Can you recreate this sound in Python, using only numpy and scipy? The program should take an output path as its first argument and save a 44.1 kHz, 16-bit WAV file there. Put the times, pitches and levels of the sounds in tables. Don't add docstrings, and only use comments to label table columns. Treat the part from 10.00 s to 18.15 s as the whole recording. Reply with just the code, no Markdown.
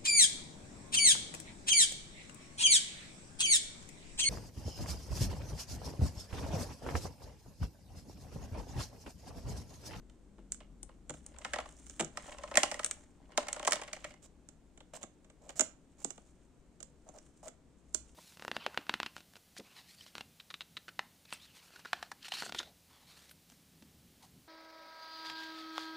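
import sys
import numpy as np
from scipy import signal
from scipy.fft import rfft, irfft
from scipy.io import wavfile
from scipy.ndimage import uniform_filter1d

SR = 44100
rng = np.random.default_rng(int(sys.argv[2]) if len(sys.argv) > 2 else 0)


def generate_wav(signal):
    frames = np.transpose(np.atleast_2d(signal))
    scaled = np.clip(frames, -1, 1) * 32767
    pcm = np.round(scaled).astype(np.int16)
    wavfile.write(sys.argv[1], SR, pcm)


N = 359360

# start_s, strength_db, brightness_db, cavity_boom_db, struck_spot_hz
KNOCKS = [(.382, -72, -10, 11, 1300), (.604, -59, -10, 3, 3240), (.890, -66, -9, 9, 960),
          (1.417, -57, -12, 0, 2810), (1.4476, -37.5, -8, -6, 1350), (1.5345, -33.5, -7, -4, 1720),
          (1.558, -44, -7, 5, 960), (1.585, -40.5, -10, 5, 1080), (1.601, -49, -4, 1, 960),
          (1.657, -55, -9, 4, 1160), (2.172, -40.5, -3, -2, 1320), (2.278, -59, -3, 11, 960),
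          (2.256, -62, -3, 7, 2700), (2.294, -55, -5, -2, 2900), (2.321, -50, -11, -2, 2860),
          (2.384, -54, -1, 5, 2700), (2.435, -47.5, -6, 7, 1150), (2.476, -55, -7, 0, 2700),
          (2.512, -49, -6, 8, 1480), (2.541, -46, -9, 3, 2370), (2.555, -35, -1, -4, 2470),
          (2.5721, -22, 1, -2, 1970), (2.6322, -29.5, 1.5, 0, 2910), (2.654, -45, -6, -4, 3090),
          (2.714, -40.5, 1, 3, 2220), (2.742, -42, -4, -2, 1940), (2.793, -40.5, -4, 1, 1360),
          (2.832, -48, -3, -8, 1540), (3.319, -60, -8, 0, 1350), (3.3755, -31, 0, 5, 3950),
          (3.428, -52, -2, 1, 1990), (3.468, -52, -2, 0, 1040), (3.4835, -40.5, -1, -3, 2110),
          (3.563, -48, -4, 5, 1390), (3.595, -47, -2, 4, 3340), (3.628, -48, -2, 5, 2990),
          (3.649, -41.5, -1, 0, 2950), (3.6745, -31.5, 2, 5, 1030), (3.721, -29.5, 0, -10, 1360),
          (3.730, -35, 4, -2, 3930), (3.756, -45, 1, 3, 3370), (3.815, -45.5, -2, 2, 2330),
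          (3.834, -51, -3, -5, 3010), (3.877, -52, -4, -2, 2140), (3.930, -43, 2, -3, 2400),
          (3.964, -53, -5, 1, 2250), (4.043, -42.5, -6, -1, 2210), (4.106, -59, -4, -1, 2210),
          (4.139, -61, -3, -1, 2210)]
# crest_s, rise_s, fall_s, level_db
ROLLS = [(1.53, .3, .24, -60), (2.6, .56, .4, -54.5), (3.66, .36, .35, -51.5)]
# low_hz, high_hz, delay_s,
# added_contact_s (before halving), after_ring_share, after_ring_s, pan_share, left_right_likeness (-1 to 1),
# trim_db (contacts only)
REGISTERS = [(150, 420, .0008, .003, .07, .022, 0, .9, -.3),
             (420, 1150, .0014, .0018, .14, .007, .05, .92, 0),
             (1150, 4500, -.0002, .0006, .13, .0055, .4, .72, 0),
             (4500, 17000, -.0002, .0002, .11, .0026, .95, .7, .3)]
# pitch_hz, level_db; little is heard above about 10 kHz
KNOCK_COLOUR = [(130, -12), (245, 3), (300, 2), (410, -5), (700, -1), (900, -1.5), (1250, -4), (1600, -1),
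                (2100, -1.5), (2600, -5), (3150, -3), (3650, -7), (4700, -7), (7400, -2), (9000, -4),
                (10100, -22), (12500, -29), (15500, -27)]
# pitch_hz, width_hz, rise_above_colour_db
CARD_PEAKS = [(285, 60, 3), (510, 50, 6), (625, 70, 7), (815, 50, 3), (2350, 90, 4), (3000, 140, 4),
              (6450, 90, 5), (6870, 90, 5), (7233, 90, 5), (7630, 130, 5)]

SIZE = 4096
HZ = np.fft.rfftfreq(SIZE, 1 / SR)
TIME = np.arange(N) / SR
HUM_ATTACK_S, HUM_RELEASE_S = .1, .45
SOFT_DB = -45
SWELL_DB = 16


def gain_of(db):
    return 10 ** (np.asarray(db) / 20)


def evened(x):
    return x / np.sqrt(np.mean(x ** 2) + 1e-30)


def read(points, hz):
    f, value = np.transpose(points)
    return np.interp(np.log(hz + 1), np.log(f + 1), value)


def level(curve):
    return gain_of(np.interp(TIME, *np.transpose(curve)))


def add(mix, s, sound):
    part = mix[:, max(round(s * SR), 0):][:, :sound.shape[1]]
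    part += sound[:, :part.shape[1]]


def panned(pair, db):
    balance = gain_of([[db / 2], [-db / 2]])
    return evened(pair / pair.std(1, keepdims=True) * balance)


def noise_pair(count, likeness):
    a, b = rng.standard_normal((2, count))
    c = np.clip(likeness, -1, 1)
    return np.array([a, c * a + np.sqrt(1 - c * c) * b])


def wander(top_hz):
    slow = np.fft.rfftfreq(N, 1 / SR) < top_hz
    return evened(irfft(rfft(rng.standard_normal(N)) * slow, N))


def wash(spectrum):
    hz = np.fft.rfftfreq(N, 1 / SR)
    alike = np.clip(read([(300, .84), (1500, .65), (5000, .3)], hz), 0, 1)
    a, b = rfft(rng.standard_normal((2, N)))
    pair = np.array([a, alike * a + np.sqrt(1 - alike ** 2) * b])
    return evened(irfft(pair * gain_of(read(spectrum, hz)), N))


def swell(t, crest, rise, fall, db):
    distance = (t - crest) / np.where(t < crest, rise, fall)
    return gain_of(db - SWELL_DB * np.minimum(distance ** 2, 10))


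def voiced(voice, strength_db, bright_db):
    return [strength_db + db + share * bright_db for db, share in voice]


def responses(colour, peaks):
    db = read(colour, HZ)
    db = db + sum(rise / (1 + ((HZ - f) / (width / 2)) ** 2) for f, width, rise in peaks)
    out = []
    for lo, hi, *_ in REGISTERS:
        band = 1 / np.sqrt((1 + (lo / (HZ + 1)) ** 10) * (1 + (HZ / hi) ** 10))
        log_gain = np.log(gain_of(db) * band + 1e-4)
        circle = np.concatenate([log_gain, log_gain[-2:0:-1]])
        out.append(np.fft.ifft(np.exp(np.conj(signal.hilbert(circle)))).real)
    return out


def hits(table, body, spot_db, spot_width_hz, echo, echo_s, detune, chatter, chatter_s=.004,
         lag_s_per_db=.000015, soft_share=.035, smoothing=.7):
    out, t = np.zeros((2, N)), np.arange(SIZE) / SR
    bounce = 1 + echo * np.exp(-2j * np.pi * HZ * echo_s)
    to_ten_ms = np.sqrt(.01 * SR / SIZE)
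    lead = .008
    age = np.maximum(t - lead, 0)
    soft_noise = soft_share * np.exp(-abs(t - lead) / .0022)
    for s, contact, spot_hz, *levels, pan in table:
        lag = np.exp(2j * np.pi * HZ * np.array([[pan / 2], [-pan / 2]]) * lag_s_per_db)
        stretch = 1 + detune * rng.uniform(-1, 1)
        spot = gain_of(spot_db / (1 + ((HZ - spot_hz) / (spot_width_hz / 2)) ** 2))
        again_s, again = rng.uniform(.5, 1.5) * chatter_s, chatter * rng.random()
        for response, db, register in zip(body, levels, REGISTERS):
            _, _, delay, longer, ring, ring_s, share, alike, trim_db = register
            push_s = max(.5 * (contact + longer), 1e-4)
            u, v = age / push_s, np.maximum(age - again_s, 0) / push_s
            pushes = u ** 1.5 * np.exp(-u) + again * v ** 1.5 * np.exp(-v)
            envelope = soft_noise + pushes + ring * (1 - np.exp(-u)) * np.exp(-age / ring_s)
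            wall = np.interp(HZ * stretch, HZ, rfft(response))
            burst = rfft(noise_pair(SIZE, alike) * envelope)
            power = np.mean(abs(burst) ** 2, 0)
            lumps = np.sqrt(abs(uniform_filter1d(power, size=50)))
            sound = irfft(burst / lumps ** smoothing * wall * spot * bounce * lag)
            gain = gain_of(db + trim_db) * to_ten_ms
            add(out, s + delay - lead, gain * panned(sound, pan * share))
    return out


def friction(count, response, per_s, spread_db, hiss, slip_s):
    sizes = gain_of(spread_db * np.minimum(rng.exponential(1, count), 4))
    slips = (rng.random(count) < per_s / SR) * sizes
    u = np.arange(SIZE) / SR / slip_s
    slips = signal.oaconvolve(slips, u * np.exp(-u))[:count]
    drive = noise_pair(count, .7) * (evened(slips) + hiss)
    return evened(signal.oaconvolve(drive, response[None], axes=1)[:, :count])


def background(waver=.35, slip=.6):
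    # pitch_hz, relative_level_per_hz_db
    air = [(20, -4), (62, 1), (88, -10), (125, -8), (152, -2), (185, -6), (300, -6), (450, -13.5),
           (700, -19.5), (1200, -26), (2500, -32), (5000, -36.5), (7600, -32.5), (9000, -35), (10300, -46),
           (13000, -49), (16000, -61)]
    # pitch_hz, relative_level_per_hz_db
    grip = [(20, -13), (43, -5), (65, -12), (100, -24), (165, -19), (225, -17), (275, -15), (450, -32),
            (1500, -70)]
    # time_s, level_db
    grip_level = [(0, -62), (2.6, -61.5), (4.1, -66), (4.6, -72), (7.8, -76), (8.15, -64)]
    # start_s, end_s
    hum_spells = [(1.1, 2.35), (7.93, 8.15)]
    air_db, hum_hz, hum_db, hum_rest_db = -62.8, 62, -61, -78
    phase = 2 * np.pi * hum_hz * TIME + slip * wander(6)
    hum = evened((1 + waver * wander(8)) * np.sin(phase))
    on = 0
    for start, end in hum_spells:
        attack = np.clip((TIME - start) / HUM_ATTACK_S + 1, 0, 1)
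        on = on + attack * np.exp(-np.maximum(TIME - end, 0) / HUM_RELEASE_S)
    hum = hum * np.maximum(gain_of(hum_db) * on, gain_of(hum_rest_db))
    return gain_of(air_db) * wash(air) + wash(grip) * level(grip_level) + hum


def drones():
    # start_s, end_s, pitch_hz, level_db
    drone_spells = [(0, .8, 43.1, -62), (.3, .7, 198, -68)]
    out = 0
    for start, end, hz, db in drone_spells:
        corners = [start - HUM_ATTACK_S, start, end, end + HUM_RELEASE_S]
        fade = np.interp(TIME, corners, [0, 1, 1, 0])
        out = out + gain_of(db) * fade * evened(np.sin(2 * np.pi * hz * TIME))
    return out


def snap(s, strength_db, bright_db, thump_db, crack_hz, pan_db):
    # level_above_strength_db, brightness_share
    snap_voice = [(-7.5, -.9), (-4.5, -.7), (-4.5, 0), (3, 1)]
    thump_shares = [1.1, .3, -.55, .15]
    levels = np.add(voiced(snap_voice, strength_db, bright_db), thump_db * np.array(thump_shares))
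    contact = .0013 / 2 ** (bright_db / 12)
    return s, contact, crack_hz, *levels, pan_db


def card_snaps(card):
    # start_s, strength_db, brightness_db, box_thump_db, crack_hz, left_right_db
    snap_events = [(.097, -67, -5, -6, 3700, 0), (.5204, -52, 14.5, -2, 8300, -2),
                   (.545, -62, 8, -7, 7700, -5), (.830, -56, 7, 5, 8900, 6), (1.0954, -45, -2, 0, 7400, -6),
                   (1.103, -46, -4, 3, 7200, -2), (1.1385, -55, -6, 0, 7400, -6),
                   (1.2635, -59, 7, 4, 8800, 1), (1.386, -59, 5, 0, 7600, -6),
                   (1.690, -60, 0, -3, 7900, -3), (1.866, -62, 5, -3, 8100, -5),
                   (1.897, -57, 5, -4, 6500, -8), (1.9954, -37, -5, -5, 7800, -4),
                   (2.000, -35, -4, -3, 7900, -4), (2.007, -34, -4, -1, 7700, -2),
                   (2.023, -46, -7, 5, 7000, -4), (2.046, -51, 4, 5, 7500, -14),
                   (2.8455, -40.5, 9, -7, 8500, 2), (2.8616, -45, 6, -4, 8500, 2),
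                   (2.911, -44, 8, -9, 8200, 1), (3.529, -43, 6, -4, 8200, -1),
                   (3.669, -44, 2, -2, 7200, -6), (3.709, -45, 4, 1, 7600, -6),
                   (4.488, -61, 5, -2, 7600, -10), (4.775, -60, -3, -3, 7300, -6),
                   (4.804, -58, -9, -7, 3500, -7), (5.030, -48, 0, -1, 7200, -10),
                   (5.036, -51, -4, 1, 7200, -9), (5.245, -67, -6, -4, 7300, -8),
                   (5.299, -62, -6, -2, 8100, -9), (5.492, -50, -2, -5, 7100, -9),
                   (5.595, -31, 1, -1, 7200, -9), (5.608, -33.5, 5.5, 1, 7000, -9),
                   (5.6115, -37, 2, 3, 7600, -10), (6.046, -40, 3, 6, 7800, -11),
                   (6.105, -49, 3, -1, 7400, -13), (6.178, -56, -7, 0, 7100, -6),
                   (6.8035, -55, -1, 0, 7400, -13), (6.828, -54, 5, 0, 7600, -14),
                   (7.089, -60, 0, 4, 6900, -15), (7.185, -60, 0, -2, 5400, -10),
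                   (7.481, -51, 0, 0, 8000, -8), (7.9463, -40, 7.5, 4, 7600, -13)]
    return hits([snap(*row) for row in snap_events], card, spot_db=8, spot_width_hz=1700,
                echo=.18, echo_s=.0014, detune=.004, chatter=.35)


def knock(s, strength_db, bright_db, boom_db, spot_hz):
    speed = gain_of(max(strength_db - SOFT_DB, 0))
    contact = .0018 / speed ** .2
    thud_db = -15 + .6 * boom_db
    levels = strength_db + np.array([thud_db, boom_db, 0, bright_db])
    return s, contact, spot_hz, *levels, -3.5


def taps(count=2, scatter=.3, boom_db=3, low_hz=1000, high_hz=3400):
    tap_db, tap_spread_db, bright_db = -3, 1.5, -4
    rows = []
    for crest, rise, fall, db in ROLLS:
        offsets = scatter * rng.uniform(-2, 2, count)
        sizes, spots_hz = rng.standard_normal(count), rng.uniform(low_hz, high_hz, count)
        for when, size, spot_hz in zip(offsets, sizes, spots_hz):
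            s = crest + when * (rise if when < 0 else fall)
            rolling_db = 20 * np.log10(swell(s, crest, rise, fall, db))
            rows.append((s, rolling_db + tap_db + tap_spread_db * size, bright_db, boom_db, spot_hz))
    return rows


def ball_knocks(lantern):
    return hits([knock(*row) for row in KNOCKS + taps()], lantern, spot_db=7.5, spot_width_hz=550,
                echo=.15, echo_s=.0016, detune=.035, chatter=.7)


def rattle():
    # pitch_hz, width_hz, rise_above_colour_db
    ball_peaks = [(1300, 130, 6), (2200, 160, 7), (2870, 240, 12)]
    soft_rattle_db, gain_per_db, fading_s = -60.5, .6, .03
    kicks = np.zeros((1, N))
    for s, db, *_ in KNOCKS:
        kick = gain_of(soft_rattle_db + gain_per_db * (db - SOFT_DB)) ** 2
        add(kicks, s + .008, np.full((1, 1), kick))
    energy = signal.lfilter([1], [1, -np.exp(-2 / (fading_s * SR))], kicks + 1e-20)
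    clack = responses(KNOCK_COLOUR, ball_peaks)[2]
    return np.sqrt(energy) * friction(N, clack, per_s=230, spread_db=2.2, hiss=.2, slip_s=.0005)


def bumps(rise_s=.003):
    # start_s, level_db, favoured_hz
    pushes = [(.382, -41, 350), (.451, -53, 340), (.831, -53, 290), (.89, -52, 330), (1.097, -43, 500),
              (1.106, -39, 148), (1.15, -51, 155), (2.01, -39, 190), (2.035, -39, 150), (5.612, -46, 250),
              (6.053, -54, 290)]
    # pitch_hz, level_db, t60_s
    box_modes = [(125, -5, .15), (152, 0, .2), (176, -5, .15), (238, -1, .14), (283, -2, .14),
                 (335, 0, .11), (395, -2, .07), (495, 0, .09)]
    out, t = np.zeros((2, N)), np.arange(SR // 3) / SR
    for s, peak_db, push_hz in pushes:
        ring = 0
        for hz, db, t60 in box_modes:
            away_db = 20 * abs(np.log2(hz / push_hz))
            ring = ring + gain_of(db - away_db - 60 * t / t60) * np.sin(2 * np.pi * hz * t)
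        push = ring / abs(ring).max() * (1 - np.exp(-t / rise_s))
        add(out, s, gain_of(peak_db) * np.tile(push, (2, 1)))
    return out


def handling(lantern, card, roll_clack_db=-7, rub_clack_db=-9, catch_db=3.5, grip_db=2):
    # crest_s, rise_s, fall_s, level_db
    rubs = [(1.15, .04, .09, -65), (1.5, .25, .15, -65), (1.92, .3, .2, -60), (2.24, .1, .25, -59),
            (2.72, .25, .35, -60), (3.65, .3, .4, -68), (6.15, .25, .3, -73), (7.22, .2, .2, -73),
            (8.15, .4, .3, -77)]
    rub_rest_db = -88
    roll = friction(N, lantern[1], per_s=150, spread_db=3, hiss=.3, slip_s=.001)
    roll_clack = friction(N, lantern[2], per_s=140, spread_db=3, hiss=.4, slip_s=.001)
    roll += gain_of(roll_clack_db) * roll_clack
    rub = friction(N, card[3], per_s=160, spread_db=2.8, hiss=1.2, slip_s=.0012)
    rub_clack = friction(N, card[2], per_s=150, spread_db=2.5, hiss=.8, slip_s=.001)
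    rub += gain_of(rub_clack_db) * rub_clack
    roll = evened(roll * gain_of(catch_db * wander(45)))
    rub = evened(rub * gain_of(.4 * catch_db * wander(30) + grip_db * wander(9)))
    roll_gain = sum(swell(TIME, *row) for row in ROLLS)
    rub_gain = gain_of(rub_rest_db) + sum(swell(TIME, *row) for row in rubs)
    return roll * roll_gain + rub * rub_gain


def blade(edge_db=6, stick_db=1.4):
    # start_s, length_s, strength_db, brightness_db, torn_fibre_rasp_db
    strokes = [(3.98, .15, -66, -1, 7), (4.22, .05, -63, 4, 0), (4.933, .044, -49.5, -1, 0),
               (5.012, .018, -57, -1, 0), (5.41, .13, -64, -4, -6), (5.495, .014, -52, -3, 5),
               (5.555, .04, -53, 4, -4), (5.98, .06, -63, 3, -2), (7.058, .05, -66, -8, -9),
               (7.136, .055, -60, -5, -7), (7.426, .066, -53.5, -3, -6)]
    # level_above_strength_db, brightness_share
    scrape_voice = [(-8, -1), (0, -1), (-4.5, 0), (0, 1)]
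    # pitch_hz, level_db; little is heard above about 10 kHz
    scrape_colour = [(300, -16), (480, -5), (630, 3), (900, -5), (1200, -6), (2500, -8), (4500, -11),
                     (7400, -2), (9000, -5), (10400, -19), (15500, -27)]
    bite_share, pan_db = .75, -7
    scrape_body = responses(scrape_colour, CARD_PEAKS)
    out, catching = np.zeros((2, N)), wander(130)
    for start, length, strength_db, bright_db, rasp_db in strokes:
        t = np.arange(0, max(length, .01), 1 / SR)
        pressure = gain_of(np.interp(t / length, [0, bite_share, 1], [-edge_db, 0, -edge_db]))
        pressure = pressure * signal.windows.tukey(len(t), .15)
        stick = gain_of(stick_db * np.interp(start + t, TIME, catching))
        levels = np.add(voiced(scrape_voice, strength_db, bright_db), [0, 0, rasp_db, 0])
        for response, db, (*_, share, _, _) in zip(scrape_body, levels, REGISTERS):
            grain = friction(SR // 2, response, per_s=900, spread_db=1.7, hiss=.6, slip_s=.0003)
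            grain = stick * grain[:, -len(t):]
            add(out, start, gain_of(db) * pressure * panned(grain, pan_db * share))
    return out


def reflections(first_s=.004, bass_likeness=.8):
    # pitch_hz, t60_s
    room_t60 = [(150, .38), (500, .3), (1200, .32), (3000, .29), (8000, .21), (15000, .18)]
    # pitch_hz, level_db
    room_colour = [(150, -8), (600, -12), (2000, -10.5), (5000, -10.5), (8000, -12), (15000, -13.5)]
    hz, t, z = signal.stft(rng.standard_normal((2, SR // 2)), SR, nperseg=256)
    alike = np.clip(read([(500, bass_likeness), (2000, .1)], hz), 0, 1)[:, None]
    z[1] = alike * z[0] + np.sqrt(1 - alike ** 2) * z[1]
    t60 = read(room_t60, hz)[:, None]
    decay = gain_of(read(room_colour, hz)[:, None] - 60 * t / t60)
    shape = decay * np.sqrt(2 * np.log(1000) / (t60 * SR))
    tail = signal.istft(z * shape, SR, nperseg=256)[1]
    return np.pad(tail, ((0, 0), (round(first_s * SR), 0)))


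def room(x, cycle_hz=1.7):
    angle = 2 * np.pi * cycle_hz * TIME
    shares = (np.cos(angle), np.sin(angle))
    return sum(signal.oaconvolve(x * share, reflections(), axes=1)[:, :N] for share in shares)


def scene(snap_room_db=-1):
    # pitch_hz, width_hz, rise_above_colour_db
    lantern_peaks = [(302, 45, 4), (505, 40, 4), (593, 65, 11), (815, 30, 5), (1055, 45, 6), (1335, 80, 3),
                     (1880, 70, 5), (2070, 50, 4), (2180, 50, 5), (2890, 160, 2)]
    # pitch_hz, level_db; little is heard above about 10 kHz
    snap_colour = [(130, -4), (250, 5), (400, 1), (620, 1), (1000, -3), (1300, 2), (2600, -4), (3200, -2),
                   (3700, -4), (4700, -11), (5700, -4), (6600, -1), (7600, 0), (9100, -1), (10200, -18),
                   (12500, -27), (15500, -26)]
    lantern, card = responses(KNOCK_COLOUR, lantern_peaks), responses(snap_colour, CARD_PEAKS)
    snaps = card_snaps(card)
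    rest = ball_knocks(lantern) + rattle() + bumps() + handling(lantern, card) + blade()
    echoes = room(rest + gain_of(snap_room_db) * snaps)
    return snaps + rest + echoes + background() + drones()


def record(dry):
    # pitch_hz, left_right_db
    port_colour = [(30, 5), (250, 3.4), (600, 1.5), (2000, .5), (4000, -2), (6000, -3), (7300, -6),
                   (8200, 1), (9000, 8), (10000, 3), (12000, 0)]
    difference_db = read(port_colour, np.fft.rfftfreq(N, 1 / SR))
    tilt = gain_of(difference_db * np.array([[.5], [-.5]]))
    heard = irfft(rfft(dry) * tilt / np.sqrt(np.mean(tilt ** 2, 0)), N)
    low_pass = signal.firwin(255, 15900, window=("kaiser", 9), fs=SR)
    return signal.oaconvolve(heard, low_pass[None], "same")


dry = scene()
out = record(dry)
generate_wav(out)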